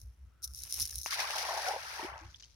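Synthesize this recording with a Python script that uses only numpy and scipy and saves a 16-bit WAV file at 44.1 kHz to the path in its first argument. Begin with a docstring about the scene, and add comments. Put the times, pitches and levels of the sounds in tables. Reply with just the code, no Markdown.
"""A weighted cast net is swung and thrown over a pond: its sinkers collide and rattle, and the mesh
swishes through the air. The first sinkers slap the water, then the whole rim lands in a running splash
of spray and ringing bubbles. The last air pockets plop, and a foot shifts in dry grass.
Throughout, soft gusts rumble on the microphone over a quiet hiss."""
import sys
import numpy as np
from scipy import signal
from scipy.fft import rfft, irfft, next_fast_len
from scipy.io import wavfile
from scipy.ndimage import uniform_filter1d

SR = 44100
rng = np.random.default_rng(int(sys.argv[2]) if len(sys.argv) > 2 else 0)


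def transcribe(signal):
    """Save signal, clipped to [-1, 1], as a 16-bit WAV file at the path in sys.argv[1]."""
    frames = np.atleast_2d(signal).T
    limited = np.clip(frames, -1, 1)
    pcm = np.round(limited * 32767).astype(np.int16)
    wavfile.write(sys.argv[1], SR, pcm)


N = 112454
T = np.arange(N) / SR
LAG_MS = -0.18  # delay of the splash at the right microphone port; negative: it arrives there first

# Spectrum of flying water. Each row: frequency in Hz, relative level in dB.
SPRAY_SPECTRUM = [(3000, -3.5), (5300, 2.5), (6000, 1), (6700, -9), (7800, -16), (9600, -6.5), (16000, -20)]


def splash():
    """Impact and bubble resonance: the rim throws up spray; small bubbles fizz, large ones gurgle."""
    # Envelopes of spray, small and large bubbles. Each row: time in seconds, relative level in dB.
    spray_levels = [(1.055, -99), (1.064, -41), (1.103, -54.5), (1.108, -38.5), (1.145, -36),
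                    (1.167, -45.5), (1.205, -36), (1.255, -45), (1.39, -38.5), (1.45, -43), (1.62, -43),
                    (1.685, -41), (1.76, -50.5), (1.95, -47.5), (2.05, -49.5), (2.13, -67.5), (2.55, -73)]
    small_levels = [(1.064, -54.5), (1.1, -50.5), (1.125, -38.5), (1.166, -46.5), (1.2, -37.5),
                    (1.25, -42.5), (1.62, -45.5), (1.68, -41), (1.77, -49.5), (2.05, -47), (2.25, -61),
                    (2.36, -74)]
    large_levels = [(1.08, -66.5), (1.2, -43), (1.25, -47.5), (1.37, -44.5), (1.5, -40.5), (1.59, -38),
                    (1.615, -45), (1.68, -36.5), (1.765, -41), (1.785, -53), (1.92, -54.5), (2.01, -46.5),
                    (2.07, -45.5), (2.19, -51), (2.33, -77), (2.45, -97.5)]
    # Typical resonance of the large bubbles. Each row: time in seconds, pitch in Hz.
    large_pitch = [(1.1, 907), (1.55, 747), (1.76, 695), (1.88, 923)]
    drops = noise(alike=0.05, lag_ms=LAG_MS) * patter(per_s=2600, spread_db=4.5, t60=0.023)
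    spray = colour(level(spray_levels) * drops, SPRAY_SPECTRUM, low_hz=2190)
    fizz = froth([(1, 1732)], octaves=0.385, cycles=27, spread_db=3, lag_spread_ms=0.18, count=2200)
    gurgle = froth(large_pitch, octaves=0.255, cycles=28, spread_db=6, lag_spread_ms=0.098, count=700)
    slosh = noise(alike=0.89) * patter(per_s=900, spread_db=8, t60=0.015)
    churn = colour(slosh, [(200, -32.5), (420, -8), (900, 4), (2400, -47.5)], low_hz=337)
    body = level(large_levels) * (amp(-4) * gurgle + amp(-3) * churn)
    return amp(1) * spray + amp(1.5) * level(small_levels) * fizz + body


def slap():
    """Impulsive excitation: each of the first sinkers gives the water one sharp push."""
    # Impacts on the surface. Each row: time in seconds, relative level in dB.
    impacts = [(1.0608, -10), (1.0618, -17)]
    # Spectrum of a slap. Each row: frequency in Hz, relative level in dB.
    spectrum = [(150, -5), (750, 19.5), (2100, 11.5), (2700, 22), (3600, -34), (6200, 21.5), (8000, -10),
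                (15000, -47)]
    return colour(taps(impacts), spectrum)


def spatters():
    """Impact noise: bunches of sinkers smack the surface and throw up crisp spurts."""
    # Bunches landing. Each row: start in seconds, relative level in dB.
    smacks = [(1.1075, -32), (1.136, -33), (1.2015, -31), (1.307, -32), (1.383, -29.5), (1.5755, -35),
              (1.685, -30.5)]
    spurts = noise(alike=0.47, lag_ms=LAG_MS) * bursts(smacks, t60=0.022)
    return colour(spurts, SPRAY_SPECTRUM, low_hz=1090)


def plops():
    """Bubble resonance: air pockets close one by one and ring as damped oscillators."""
    # Cavities. Each row: start in seconds, starting pitch in Hz, relative level in dB, life in cycles.
    cavities = [(1.193, 713, -18.5, 8.4), (1.241, 1080, -36.5, 38), (1.361, 780, -24, 15.4),
                (1.49, 1027, -26, 20), (1.514, 850, -26, 19), (1.574, 764, -25, 18.6),
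                (1.663, 1410, -38.5, 95), (1.676, 713, -26.5, 37), (1.7095, 768, -22.5, 22.5),
                (1.761, 481, -28, 16), (1.993, 868, -27.5, 18), (1.995, 378, -30.5, 7.1),
                (2.029, 313, -26, 8), (2.046, 326, -20, 6.8), (2.21, 311, -55.5, 47),
                (2.345, 3220, -34, 26), (2.435, 2910, -44, 39)]
    start, hz, db, cycles = np.transpose(cavities)
    return amp(10) * bubbles(start, hz, amp(db), cycles, np.full(len(start), LAG_MS / 2), onset_cycles=6.2)


def sinkers():
    """Collisions excite resonances: the sinkers chatter, and each hard click trails a brief skitter."""
    # Hard contacts. Each row: start in seconds, relative level in dB.
    clacks = [(.016, -44), (.4765, -38), (.5365, -37), (.548, -35), (.636, -27), (.7252, -23), (.733, -31),
              (.7435, -27), (.7907, -33), (.7993, -22), (.8052, -23), (.8187, -24), (.8262, -25),
              (.854, -26), (.9568, -27), (.9605, -33), (.9825, -30), (.988, -30), (1.033, -32)]
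    # Envelope of the rattling line. Each row: time in seconds, relative level in dB.
    rattle_levels = [(0, -61.5), (.12, -79), (.415, -89), (.422, -56.5), (.44, -35), (.452, -33.5),
                     (.463, -63), (.53, -59.5), (.57, -46.5), (.69, -50), (.735, -38.5), (.785, -44),
                     (.815, -33.5), (.85, -41.5), (.93, -46.5), (.99, -47), (1.06, -43.5), (1.12, -53)]
    # Resonances of the sinkers. Each row: frequency in Hz, relative level in dB.
    spectrum = [(2000, -18.5), (3000, -26.5), (3900, -9), (4800, -9.5), (5350, 3.5), (6000, 1), (6900, -10),
                (8100, -18), (9500, -0.5), (12000, -6), (16000, -17)]
    skitter = bursts(clacks, t60=0.005)
    chatter = level(rattle_levels) * patter(per_s=900, spread_db=4.5, t60=0.006)
    contacts = amp(10) * taps(clacks) + noise(alike=0.28) * np.hypot(skitter, chatter)
    return colour(contacts, spectrum, low_hz=2900)


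def mesh():
    """Aerodynamic noise: the mesh sweeps the air, with a few brief rustles and a knock."""
    # Brief rustles of the mesh and, at 0.78 s, the strongest, a knock. Each row: start in seconds, centre
    # frequency in Hz, relative level in dB.
    accents = [(0.656, 970, -61), (0.78, 960, -52.5), (0.891, 2800, -53.5), (.925, 1650, -59.5)]
    # Envelope of the swish. Each row: time in seconds, relative level in dB.
    swish_levels = [(.52, -88), (.63, -63), (.73, -61), (.8, -51), (.87, -63.5), (1.03, -70)]
    # Spectrum of the swish. Each row: frequency in Hz, relative level in dB.
    spectrum = [(150, -7), (900, -7), (3000, 2.5), (8000, -7)]

    def grain():
        return noise(alike=0.44) * patter(per_s=870, spread_db=5, t60=0.026)

    transients = 0
    for start, hz, db in accents:
        band = [(hz / 2, -12), (hz, 0), (hz * 2, -12), (hz * 10, -50)]
        transients += colour(grain() * bursts([(start, db)], t60=0.086), band, low_hz=hz / 4)
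    return transients + amp(3) * level(swish_levels) * colour(grain(), spectrum)


def footstep():
    """Crackling noise: dry stalks give way in many tiny impulses as the weight shifts."""
    # Envelope of the crunch. Each row: time in seconds, relative level in dB.
    crunch_levels = [(2.178, -52), (2.2, -63.5), (2.39, -66), (2.415, -50), (2.47, -67.5), (2.55, -73.5)]
    # Spectrum of the stalks. Each row: frequency in Hz, relative level in dB.
    spectrum = [(300, -18), (2200, -6.5), (3300, -2), (6000, 6.5), (7500, -9.5), (15000, -43)]
    crackle = noise(alike=0.097) * patter(per_s=220, spread_db=4.5, t60=0.011)
    return colour(level(crunch_levels) * crackle, spectrum)


def outdoors():
    """Turbulent pressure on the microphone rumbles in gusts, over a quiet hiss and a faint far tone."""
    # Gusts. Each row: time of the peak in seconds, level in dB.
    gust_peaks = [(0.069, -46), (0.239, -51), (.508, -48.5), (.62, -56.5), (.82, -47), (0.973, -46.5),
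                  (2.127, -56.5), (2.262, -51.5)]
    # Spectra of the wind and the hiss. Each row: frequency in Hz, relative level in dB.
    rumble_spectrum = [(20, -28.5), (45, -19), (63, 4), (80, -10), (110, -21.5), (200, -38.5),
                       (1000, -78.5)]
    hiss_spectrum = [(100, -9.5), (220, -24.5), (700, -31.5), (1700, -32), (16000, -53.5)]
    # Envelope of the far tone. Each row: time in seconds, level in dB.
    tone_levels = [(.22, -100), (.29, -81), (.48, -72), (.58, -89)]
    lull_db, gust_sigma_s = -65, 0.029
    rumble = filtered(noise(alike=0.98), lambda hz: amp(along(rumble_spectrum, hz)))
    local_power = np.abs(uniform_filter1d(np.mean(rumble ** 2, 0), size=1800))
    rumble /= np.sqrt(local_power + 1e-12)
    gusts = sum(amp(db) * np.exp(-((T - peak) / gust_sigma_s) ** 2 / 2) for peak, db in gust_peaks)
    tone = colour(noise(alike=0.98), [(900, -58.5), (1200, -14), (1400, -10), (2000, -45)])
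    hiss = amp(-71.5) * colour(noise(alike=0.35), hiss_spectrum, low_hz=82)
    return (amp(lull_db) + gusts) * rumble + hiss + level(tone_levels) * tone


def bank(x, wet_db, t60):
    """Diffuse reflection: the bank and the water return a weak, short tail."""
    t = np.arange(SR // 3) / SR
    tail = rng.standard_normal((2, len(t))) * np.exp(-np.log(1000) * t / t60) * (t > .004)
    return x + amp(wet_db) * signal.fftconvolve(x, tail / np.linalg.norm(tail[0]), axes=1)[:, :N]


def bubbles(start, hz, gain, cycles, lag_ms, onset_cycles):
    """Damped oscillation: each sine swells briefly and climbs in pitch as it decays by 60 dB."""
    rise = 0.3  # share by which the pitch climbs over a bubble's life
    samples = np.arange(min(int(np.max(cycles / hz) * SR), SR // 10))
    index = (np.asarray(start * SR, int)[:, None] + samples).ravel()
    channels = []
    for delay_ms in (np.maximum(-lag_ms, 0), np.maximum(lag_ms, 0)):
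        turns = np.maximum(samples / SR - delay_ms[:, None] / 1000, 0) * hz[:, None]
        age = turns / cycles[:, None]
        phase = 2 * np.pi * turns * (1 + rise * np.minimum(age, 1) / 2)
        envelope = np.exp(-np.log(1000) * age) * (1 - np.exp(-turns / onset_cycles))
        rings = gain[:, None] * envelope * np.sin(phase)
        channels.append(np.bincount(index, rings.ravel(), N)[:N])
    return np.array(channels)


def froth(pitch, octaves, cycles, spread_db, lag_spread_ms, count):
    """Superposition: from 1 s on, random bubbles around a pitch curve form a cloud of rms near 1."""
    detune, strength, life, side, polarity = rng.standard_normal((count, 5)).T
    start = 1 + (T[-1] - 1) * (np.arange(count) + rng.random(count)) / count
    hz = np.interp(start, *np.transpose(pitch)) * 2 ** (octaves * np.clip(detune, -2.3, 2.3))
    gain = np.sign(polarity) * amp(spread_db * np.clip(strength, -2, 2))
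    lag_ms = LAG_MS + lag_spread_ms * side
    cloud = bubbles(start, hz, gain, cycles * np.exp(0.1 * life), lag_ms, onset_cycles=4.4)
    power = np.mean(cloud ** 2, 0)
    return cloud / np.sqrt(np.abs(uniform_filter1d(power, size=2200)) + power.mean() / 100)


def patter(per_s, spread_db, t60):
    """Shot noise: random tiny impacts add in power to an envelope of rms 1."""
    hits = rng.random(N) < per_s / SR
    energy = amp(spread_db * np.clip(rng.standard_normal(N), -2, 2)) ** 2
    power = signal.lfilter([1], [1, -amp(-120 / (t60 * SR))], hits * energy)
    local_power = np.abs(uniform_filter1d(power, size=2600))
    return unit(np.sqrt(power / (local_power + power.mean() / 10)))


def bursts(rows, t60):
    """Exponential decay: the envelope of (s, dB) blows, each falling 60 dB in t60 seconds."""
    return np.sqrt(sum((T >= s) * amp(db - 60 * np.abs(T - s) / t60) ** 2 for s, db in rows))


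def taps(rows):
    """One impulse in both channels for each (s, dB) row."""
    x = np.zeros((2, N))
    for s, db in rows:
        x[:, round(s * SR)] += amp(db)
    return x


def noise(alike, lag_ms=0):
    """Partial coherence: white stereo noise whose shared part is shifted by lag_ms on the right."""
    left, right, shared = rng.standard_normal((3, N))
    coherent = np.array([shared, np.roll(shared, round(lag_ms * SR / 1000))])
    return np.sqrt(1 - alike) * np.array([left, right]) + np.sqrt(alike) * coherent


def colour(x, points, low_hz=10):
    """Minimum-phase filter of unit power through (Hz, dB) points, falling steeply below low_hz."""
    hz = np.fft.rfftfreq(4096, 1 / SR)
    gain = amp(along(points, hz)) / np.sqrt(1 + (low_hz / (hz + 1)) ** 8)
    cepstrum = irfft(np.log(np.maximum(unit(gain), 1e-6)))
    half = len(cepstrum) // 2
    cepstrum[1:half] *= 2  # folding onto positive time makes the filter causal
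    cepstrum[half + 1:] = 0
    impulse_response = irfft(np.exp(rfft(cepstrum)))
    return signal.fftconvolve(x, impulse_response[None], axes=1)[:, :N]


def filtered(x, response):
    """Zero-phase filter: the spectrum of x times a function of frequency."""
    size = next_fast_len(N + 8192)
    return irfft(rfft(x, size) * response(np.fft.rfftfreq(size, 1 / SR)), size)[..., :N]


def level(rows):
    """Gain per sample from (s, dB) rows, silent outside them."""
    return amp(np.interp(T, *np.transpose(rows), left=-140, right=-140))


def along(points, hz):
    """Interpolate (Hz, value) points on a logarithmic frequency axis."""
    knots_hz, values = np.transpose(points)
    return np.interp(np.log(hz + 1), np.log(knots_hz + 1), values)


def amp(db):
    """Decibels to gain."""
    return 10 ** (np.asarray(db) / 20)


def unit(x):
    """Scale to rms 1."""
    return x / np.sqrt(np.mean(x ** 2) + 1e-20)


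def scene():
    """Superposition: the throw, the landing and the step, with their reflections and the open air."""
    direct = sinkers() + mesh() + slap() + splash() + spatters() + plops() + footstep()
    return bank(direct, wet_db=-14, t60=0.042) + outdoors()


def record(dry):
    """Frequency response: each microphone port adds its own colour, up to a sharp band limit."""
    # Imbalance of the ports. Each row: frequency in Hz, left minus right level in dB.
    imbalance = [(750, 0.5), (1150, 4.5), (1800, 4), (2300, 3.5), (2850, -8), (4400, -0.5), (5400, 12.5),
                 (6100, 10), (7000, 3.5), (9500, -12.5), (12000, -4)]
    top_hz = 16100

    def ports(hz):
        gain = amp(along(imbalance, hz) / 2 * np.array([[1], [-1]]))
        return gain / np.sqrt(np.mean(gain ** 2, 0))

    return filtered(filtered(dry, ports), lambda hz: hz < top_hz)


dry = scene()
out = record(dry)
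transcribe(out)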